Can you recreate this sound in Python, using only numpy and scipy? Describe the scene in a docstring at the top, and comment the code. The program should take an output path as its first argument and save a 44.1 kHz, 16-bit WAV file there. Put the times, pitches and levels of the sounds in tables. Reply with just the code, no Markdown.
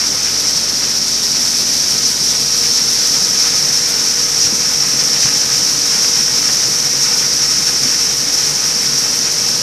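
"""A bright hiss of seed on shaking sieves, over the roar of a threshing machine running outdoors.
One mono microphone moves in to the seed tray, where the sieve strokes throw a fine patter.
Behind it crop shatters in the drum, the steel casing rumbles, and the drum and fan hum.
Now and then a gush of seed swells the hiss, a clump thumps through the drum, or stalks rattle."""
import sys
import numpy as np
from scipy.fft import rfft, irfft, next_fast_len
from scipy.io import wavfile
from scipy.ndimage import uniform_filter1d, minimum_filter1d, map_coordinates

SR = 44100
rng = np.random.default_rng(int(sys.argv[2]) if len(sys.argv) > 2 else 0)


def put_to_file(sound):
    """Save the sound as 16-bit audio at rate SR, in the file named by the first command-line argument."""
    columns = np.atleast_2d(sound).T  # one column per channel
    safe = np.clip(columns, -1, 1)
    whole_steps = np.round(safe * 32767)
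    wavfile.write(sys.argv[1], SR, whole_steps.astype(np.int16))


N = 424241


# Seed flow over the sieves, as heard at the microphone: t/s, level/dB
SEED_FLOW = [(0, -16), (0.8, -16), (2, -14.5), (3.2, -13.5), (4.1, -14.5), (5.6, -13.4), (7.2, -14.0),
             (8.2, -14.5), (9.62, -15.0)]
# Spectrum of seed striking the sieves: f/Hz, relative level/dB
SEED_SPECTRUM = [(2000, -50), (3200, -27), (4000, -19.5), (4600, -13.5), (5100, -5.5), (5330, -1.5),
                 (5590, -0.5), (5850, -3), (6130, -5.5), (6300, -10), (6700, -13), (7400, -22), (9000, -28),
                 (14000, -44)]

def seed_hiss(angle, load, swell_db, trim_db=-0.26, load_db=0.4, toss_db=0.26, clump_db=0.73):
    """Thousands of seeds strike the shaking sieves and merge into a ringing hiss, up front."""
    flow_db, = curves(SEED_FLOW)
    flow_db += swell_db + load_db * load + toss_db * sieve_toss(angle) + clump_db * wobble(60)
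    strikes = coloured(impacts(rate=32000, spread_db=1.0, size=N), SEED_SPECTRUM)
    hiss = sheet_steel(strikes, ripple_db=1.0, spacing_hz=29.87)
    throb = 1 + 0.06 * np.cos(angle)  # the drum shakes the frame once each turn
    return amp(flow_db + trim_db) * throb * hiss


# Rush from the open sieve box: t/s, level/dB
BOX_LEVEL = [(0, -27.5), (1.0, -23.5), (3.0, -24), (3.6, -27.5), (4.6, -30), (5.6, -28), (8.5, -31.5),
             (9.62, -28)]
# Spectrum of sliding seed and chaff: f/Hz, relative level/dB
BOX_SPECTRUM = [(2000, -32), (3100, -11.5), (3700, -7), (4400, -2), (5000, 2), (5600, -10.5), (7000, -14),
                (12000, -38)]

def sieve_box(angle, load, swell_db, trim_db=-1.0, load_db=0.8, toss_db=0.7, flutter_db=0.4):
    """Seed and chaff slide through the sieve box with a broad, duller rush."""
    rush = coloured(impacts(rate=22000, spread_db=2.5, size=N), BOX_SPECTRUM)
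    level_db, = curves(BOX_LEVEL)
    level_db += swell_db + load_db * load + toss_db * sieve_toss(angle) + flutter_db * wobble(30)
    return amp(level_db + trim_db) * rush


# Patter at the tray as the microphone moves in: t/s, level/dB
TRAY_LEVEL = [(0, -31), (1.15, -30.2), (1.6, -28.5), (3.2, -28.6), (4, -29.5), (5.5, -29.3), (8, -29.5),
              (9.62, -29.5)]
# Spectrum of that patter: f/Hz, relative level/dB
TRAY_SPECTRUM = [(3000, -38), (6000, -2), (7800, 0.5), (9200, 0), (10300, -4.5), (11500, -3), (12900, -5),
                 (14000, -12)]

def tray_spray(angle, load, swell_db, trim_db=1.0, load_db=0.3, toss_db=0.8, tick_db=-9.5):
    """Close by, each stroke throws seed at the tray: a fine patter, with single ticks on the steel."""
    level_db, = curves(TRAY_LEVEL)
    level_db += 0.2 * swell_db + load_db * load + toss_db * sieve_toss(angle)
    flutter_db = 0.5 * wobble(30)
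    patter = unit(impacts(rate=18000, spread_db=1.5, size=N))
    ticks = amp(tick_db) * unit(impacts(rate=240, spread_db=1.5, size=N))
    spray = sheet_steel(coloured(patter + ticks, TRAY_SPECTRUM), ripple_db=0.9, spacing_hz=35)
    return amp(level_db + flutter_db + trim_db) * spray


# Gushes of seed and chaff: crest t/s, half length/s, hiss swell/dB, rush swell/dB
GUSH_SWELLS = [(1.983, .008, 4.5, 1), (2.06, .018, 4.5, 0), (2.305, .022, 4, 2), (3.003, .016, 3, 2),
               (3.05, 0.027, .5, 7.5), (3.42, .016, 2.8, 3), (4.44, .03, 4.5, 4), (5.0, .012, 2.5, 1),
               (5.24, 0.024, 4.5, 7), (6.054, .035, 2.5, 1), (6.48, 0.0067, 4.5, 11), (7.028, .014, 2.5, 1),
               (7.425, .012, 3, 1), (7.673, .014, 3.2, 2)]

def gushes():
    """How far the hiss and the rush swell, in dB, as each gush slides down the sieves."""
    hiss_db, rush_db = np.zeros((2, N))
    for crest, half_length, hiss_peak_db, rush_peak_db in GUSH_SWELLS:
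        bell = np.exp(-((clock() - crest) / half_length) ** 2)
        hiss_db += hiss_peak_db * bell
        rush_db += rush_peak_db * bell
    return hiss_db, rush_db


def sieve_toss(angle, strokes_per_turn=0.1282, first_s=0.059, rise_s=0.0046, settle_s=0.033):
    """A crank geared down from the drum tosses the seed about six times a second; it soon settles."""
    strokes = strokes_per_turn * angle / (2 * np.pi)
    stroke_hz = strokes[-1] * SR / N
    since_s = (strokes - first_s * stroke_hz) % 1 / stroke_hz
    toss = (1 - np.exp(-since_s / rise_s)) * np.exp(-since_s / settle_s)
    return unit(toss - toss.mean())


# Crop fed through the drum: t/s, level/dB
CROP_FEED = [(0, -30.5), (1.1, -32.0), (2.5, -32), (3.5, -29.9), (4.1, -30.6), (5.2, -29), (5.8, -29.5),
             (7.7, -30), (8.2, -30), (9.1, -30), (9.62, -31.5)]
# Spectrum of its roar: f/Hz, relative level/dB
CROP_SPECTRUM = [(150, -14), (500, -6), (750, -5.5), (1150, -3), (1500, -1.5), (1950, -0.5), (2400, 0),
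                 (2900, -4.5), (4000, -4), (7000, -12.5), (14000, -35)]
# Resonances of the steel panels: f/Hz, width/Hz, level/dB over the roar
PANEL_MODES = [(797, 37, 6), (960, 50, 1), (1266, 57, 3), (1496, 57, 3), (1814, 37, 1.5), (1900, 30, 4),
               (2150, 35, 2), (2460, 40, 0), (2670, 35, 2), (3073, 36, 6.5)]

def crop_roar(angle, load, trim_db=2.25, load_db=0.7, beat=0.034, flutter_db=0.67):
    """Inside, stalks shatter in the air stream, a little harder once each turn, and ring the panels."""
    def panels(f):
        return amp(sum(db / (1 + (2 * (f - hz) / width) ** 2) for hz, width, db in PANEL_MODES))

    cracks = unit(impacts(rate=4000, spread_db=3, size=N))
    air = rng.standard_normal(N)
    rung = filtered(cracks + air, panels)
    roar = sheet_steel(coloured(rung, CROP_SPECTRUM), ripple_db=1.5, spacing_hz=22.04)
    level_db, = curves(CROP_FEED)
    level_db += load_db * load + flutter_db * wobble(28)
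    return amp(level_db + trim_db) * (1 + beat * np.cos(angle)) * roar


def uneven_load(surge_rate=12, lump_rate=36, surge_share=0.71):
    """The crop passes in surges and small lumps, felt by the drum and the sieves alike."""
    return unit(surge_share * wobble(surge_rate) + wobble(lump_rate))


# Rumble of the casing: t/s, level/dB
CASING_LEVEL = [(0, -35), (3.7, -35.5), (4.2, -37.5), (4.6, -35.3), (5.5, -34.5), (6, -35.5), (8.3, -35.5),
                (9.62, -34.5)]
# Spectrum of its walls: f/Hz, relative level/dB
WALL_SPECTRUM = [(20, -36), (45, -28), (62, -14), (85, -9), (118, -8.5), (140, -3), (178, -2.5),
                 (205, -0.5), (250, -1.5), (275, 0), (350, -4.5), (410, -6.5), (490, -3.5), (680, -9.5),
                 (1000, -12), (3000, -48)]
# Boom of its hollow, which depends on where the microphone is: t/s, relative level/dB
BOOM_LEVEL = [(0, -12), (1.0, -13), (2, -5), (3.5, -3), (4.8, -2), (6.4, -2), (7.5, -1.5), (9.62, -1.5)]
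# Spectrum of that boom: f/Hz, relative level/dB
BOOM_SPECTRUM = [(70, -38), (115, -15), (130, 0.5), (155, -0.5), (185, -7.5), (240, -16), (500, -49)]

def casing_rumble(trim_db=1.0, boom_trim_db=-2.5, churn_db=0.35, flutter_db=0.96):
    """The steel housing rumbles as the crop churns, and its hollow booms."""
    level_db, = curves(CASING_LEVEL)
    boom_db, = curves(BOOM_LEVEL)
    walls = coloured(rng.standard_normal(N), WALL_SPECTRUM)
    hollow = amp(boom_db + boom_trim_db) * coloured(rng.standard_normal(N), BOOM_SPECTRUM)
    level_db += churn_db * wobble(9) + flutter_db * wobble(22)
    return amp(level_db + trim_db) * (walls + hollow)


# Speed of the drum shaft: t/s, f/Hz
SHAFT_SPEED = [(0, 47.1), (.6, 46.8), (1.3, 46.4), (2.4, 46.9), (3.2, 47.3), (4.8, 47.6), (6, 47.4),
               (6.5, 47.6), (7.7, 47.3), (8.6, 47.35), (9.62, 47.00)]

def shaft_angle():
    """The drum turns at a nearly steady speed; its angle in radians."""
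    turns_per_s, = curves(SHAFT_SPEED)
    return 2 * np.pi * np.cumsum(turns_per_s) / SR


# Shaft tones that change with the microphone's place: t/s, level/dB of orders 2, 5 and 10
PLACE_TONES = [(0, -44, -53, -50), (.6, -46, -49, -44.5), (1.0, -53, -39, -63), (1.75, -50, -41, -55),
               (2.0, -50, -42.5, -43), (3, -50, -42.5, -41), (4.8, -54, -51, -40), (6.5, -52, -48, -40.5),
               (8, -53, -51, -41), (9.62, -55, -41, -40)]
# Shaft tones that hold along its path: order, level/dB, waver/dB
STEADY_TONES = [(1, -46.5, 1), (3, -48, 4), (4, -50.5, 4), (6, -46.5, 3), (8, -53, 1), (9, -49.5, 3)]

def drum_hum(angle, drift_rad_per_db=0.16, waver_db=-0.4):
    """Unbalance and blades sound multiples of the shaft speed; turbulence makes them waver."""
    moving = [(order, db, waver_db) for order, db in zip((2, 5, 10), curves(PLACE_TONES))]
    out = np.zeros(N)
    for order, db, depth_db in STEADY_TONES + moving:
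        phase = order * angle + 2 * np.pi * rng.random() + drift_rad_per_db * depth_db * wobble(8)
        out += amp(db + depth_db * wobble(7)) * np.sqrt(2) * np.sin(phase)
    return out


# Clumps hitting the drum: t/s, level/dB, f/Hz
CLUMP_HITS = [(2.211, -26, 225), (3.209, -27, 190), (4.448, -25, 120), (4.523, -21.5, 229),
              (4.935, -25, 217), (5.248, -20, 135), (6.194, -24, 160), (7.845, -25.5, 255)]

def clump_thumps(t60_s=0.15, attack_s=0.0024):
    """Each clump gives the casing a dull, short boom."""
    out, t = np.zeros(N), np.arange(SR // 4) / SR
    envelope = (1 - np.exp(-t / attack_s)) * amp(-60 * t / t60_s)
    for start, db, hz in CLUMP_HITS:
        tone = np.sin(2 * np.pi * hz * t)
        thud = ringing(rng.standard_normal(len(t)), hz, width_hz=120)
        add(out, start, amp(db) * envelope * (tone + 0.79 * thud))
    return out


# Stalks on the sheet steel: crest t/s, level/dB, f/Hz, half length/s
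STALK_FLURRIES = [(.275, -24, 1950, 0.02), (0.831, -29, 1900, .025), (2.649, -25.5, 2300, .018),
                  (3.032, -28, 2000, .024), (3.459, -31, 1600, .03), (4.45, -28, 2600, .015),
                  (4.867, -28, 1900, .025), (5.235, -22, 2200, .012), (5.275, -27, 1500, .018),
                  (6.031, -26, 1600, .02), (6.495, -23.5, 1600, .012), (7.69, -26, 2000, .018),
                  (7.933, -26, 1800, .015)]

def stalk_rattles(trim_db=-2):
    """Hard bits of stalk patter against a panel in brief flurries."""
    out, t = np.zeros(N), np.arange(-SR // 10, SR // 10) / SR
    for crest, db, hz, half_length in STALK_FLURRIES:
        patter = ringing(impacts(rate=1200, spread_db=6, size=len(t)), hz, width_hz=1150)
        bell = np.exp(-0.5 * (t / half_length) ** 2)
        add(out, crest + t[0], amp(db + trim_db) * bell * patter)
    return out


def sheet_steel(x, ripple_db, spacing_hz):
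    """Countless narrow panel modes ripple the spectrum."""
    knots = rng.standard_normal(SR)
    return unit(filtered(x, lambda hz: amp(ripple_db * map_coordinates(knots, [hz / spacing_hz]))))


def impacts(rate, spread_db, size):
    """Tiny hits of uneven strength at random moments, rate a second."""
    hit = rng.random(size) < rate / SR
    return hit * np.sign(rng.standard_normal(size)) * amp(spread_db * rng.standard_normal(size))


def ringing(x, hz, width_hz):
    """x through one resonance, at rms 1."""
    return unit(filtered(x, lambda f: 1j * f * width_hz / (hz * hz - f * f + 1j * f * width_hz)))


def coloured(x, spectrum):
    """x through (f/Hz, level/dB) points on a log axis, at rms 1."""
    f, db = np.transpose(spectrum)
    return unit(filtered(x, lambda hz: amp(np.interp(np.log(hz + 1), np.log(f), db))))


def filtered(x, response):
    """x through a frequency response."""
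    size = next_fast_len(len(x) + 8192)
    return irfft(rfft(x, size) * response(np.fft.rfftfreq(size, 1 / SR)), size)[:len(x)]


def wobble(rate):
    """A smooth random curve, rate knots a second."""
    times = np.linspace(0, N / SR, 8192)
    knots = rng.standard_normal(int(N * rate / SR) + 4)
    return np.interp(clock(), times, map_coordinates(knots, [times * rate]))


def curves(rows):
    """One value per sample for each column after the time."""
    times, *columns = np.transpose(rows)
    return [np.interp(clock(), times, column) for column in columns]


def clock():
    """The time of each sample."""
    return np.arange(N) / SR


def amp(db):
    """Decibels to gain."""
    return 10 ** (np.asarray(db) / 20)


def unit(x):
    """x scaled to rms 1."""
    return x / np.sqrt(np.mean(x ** 2) + 1e-20)


def add(track, start_s, sound):
    """Mix a short sound into the track."""
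    part = track[max(round(start_s * SR), 0):][:len(sound)]
    part += sound[:len(part)]


def scene():
    """One shaft and one stream of crop link drum and sieves; both channels carry the same microphone."""
    angle, load = shaft_angle(), uneven_load()
    hiss_swell_db, rush_swell_db = gushes()
    drum = drum_hum(angle) + casing_rumble() + crop_roar(angle, load) + clump_thumps() + stalk_rattles()
    sieves = seed_hiss(angle, load, hiss_swell_db) + sieve_box(angle, load, rush_swell_db)
    microphone = drum + sieves + tray_spray(angle, load, rush_swell_db)
    return np.array([microphone, microphone])


def record(dry, ceiling=0.74, top_hz=13900):
    """After the microphone, a fast limiter holds the highest peaks and the top treble is cut off."""
    needed = np.minimum(1, ceiling / (np.abs(dry) + 1e-9))
    gain = uniform_filter1d(minimum_filter1d(needed, size=129), size=129)
    return np.array([filtered(channel, lambda hz: hz < top_hz) for channel in dry * gain])


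dry = scene()
out = record(dry)
put_to_file(out)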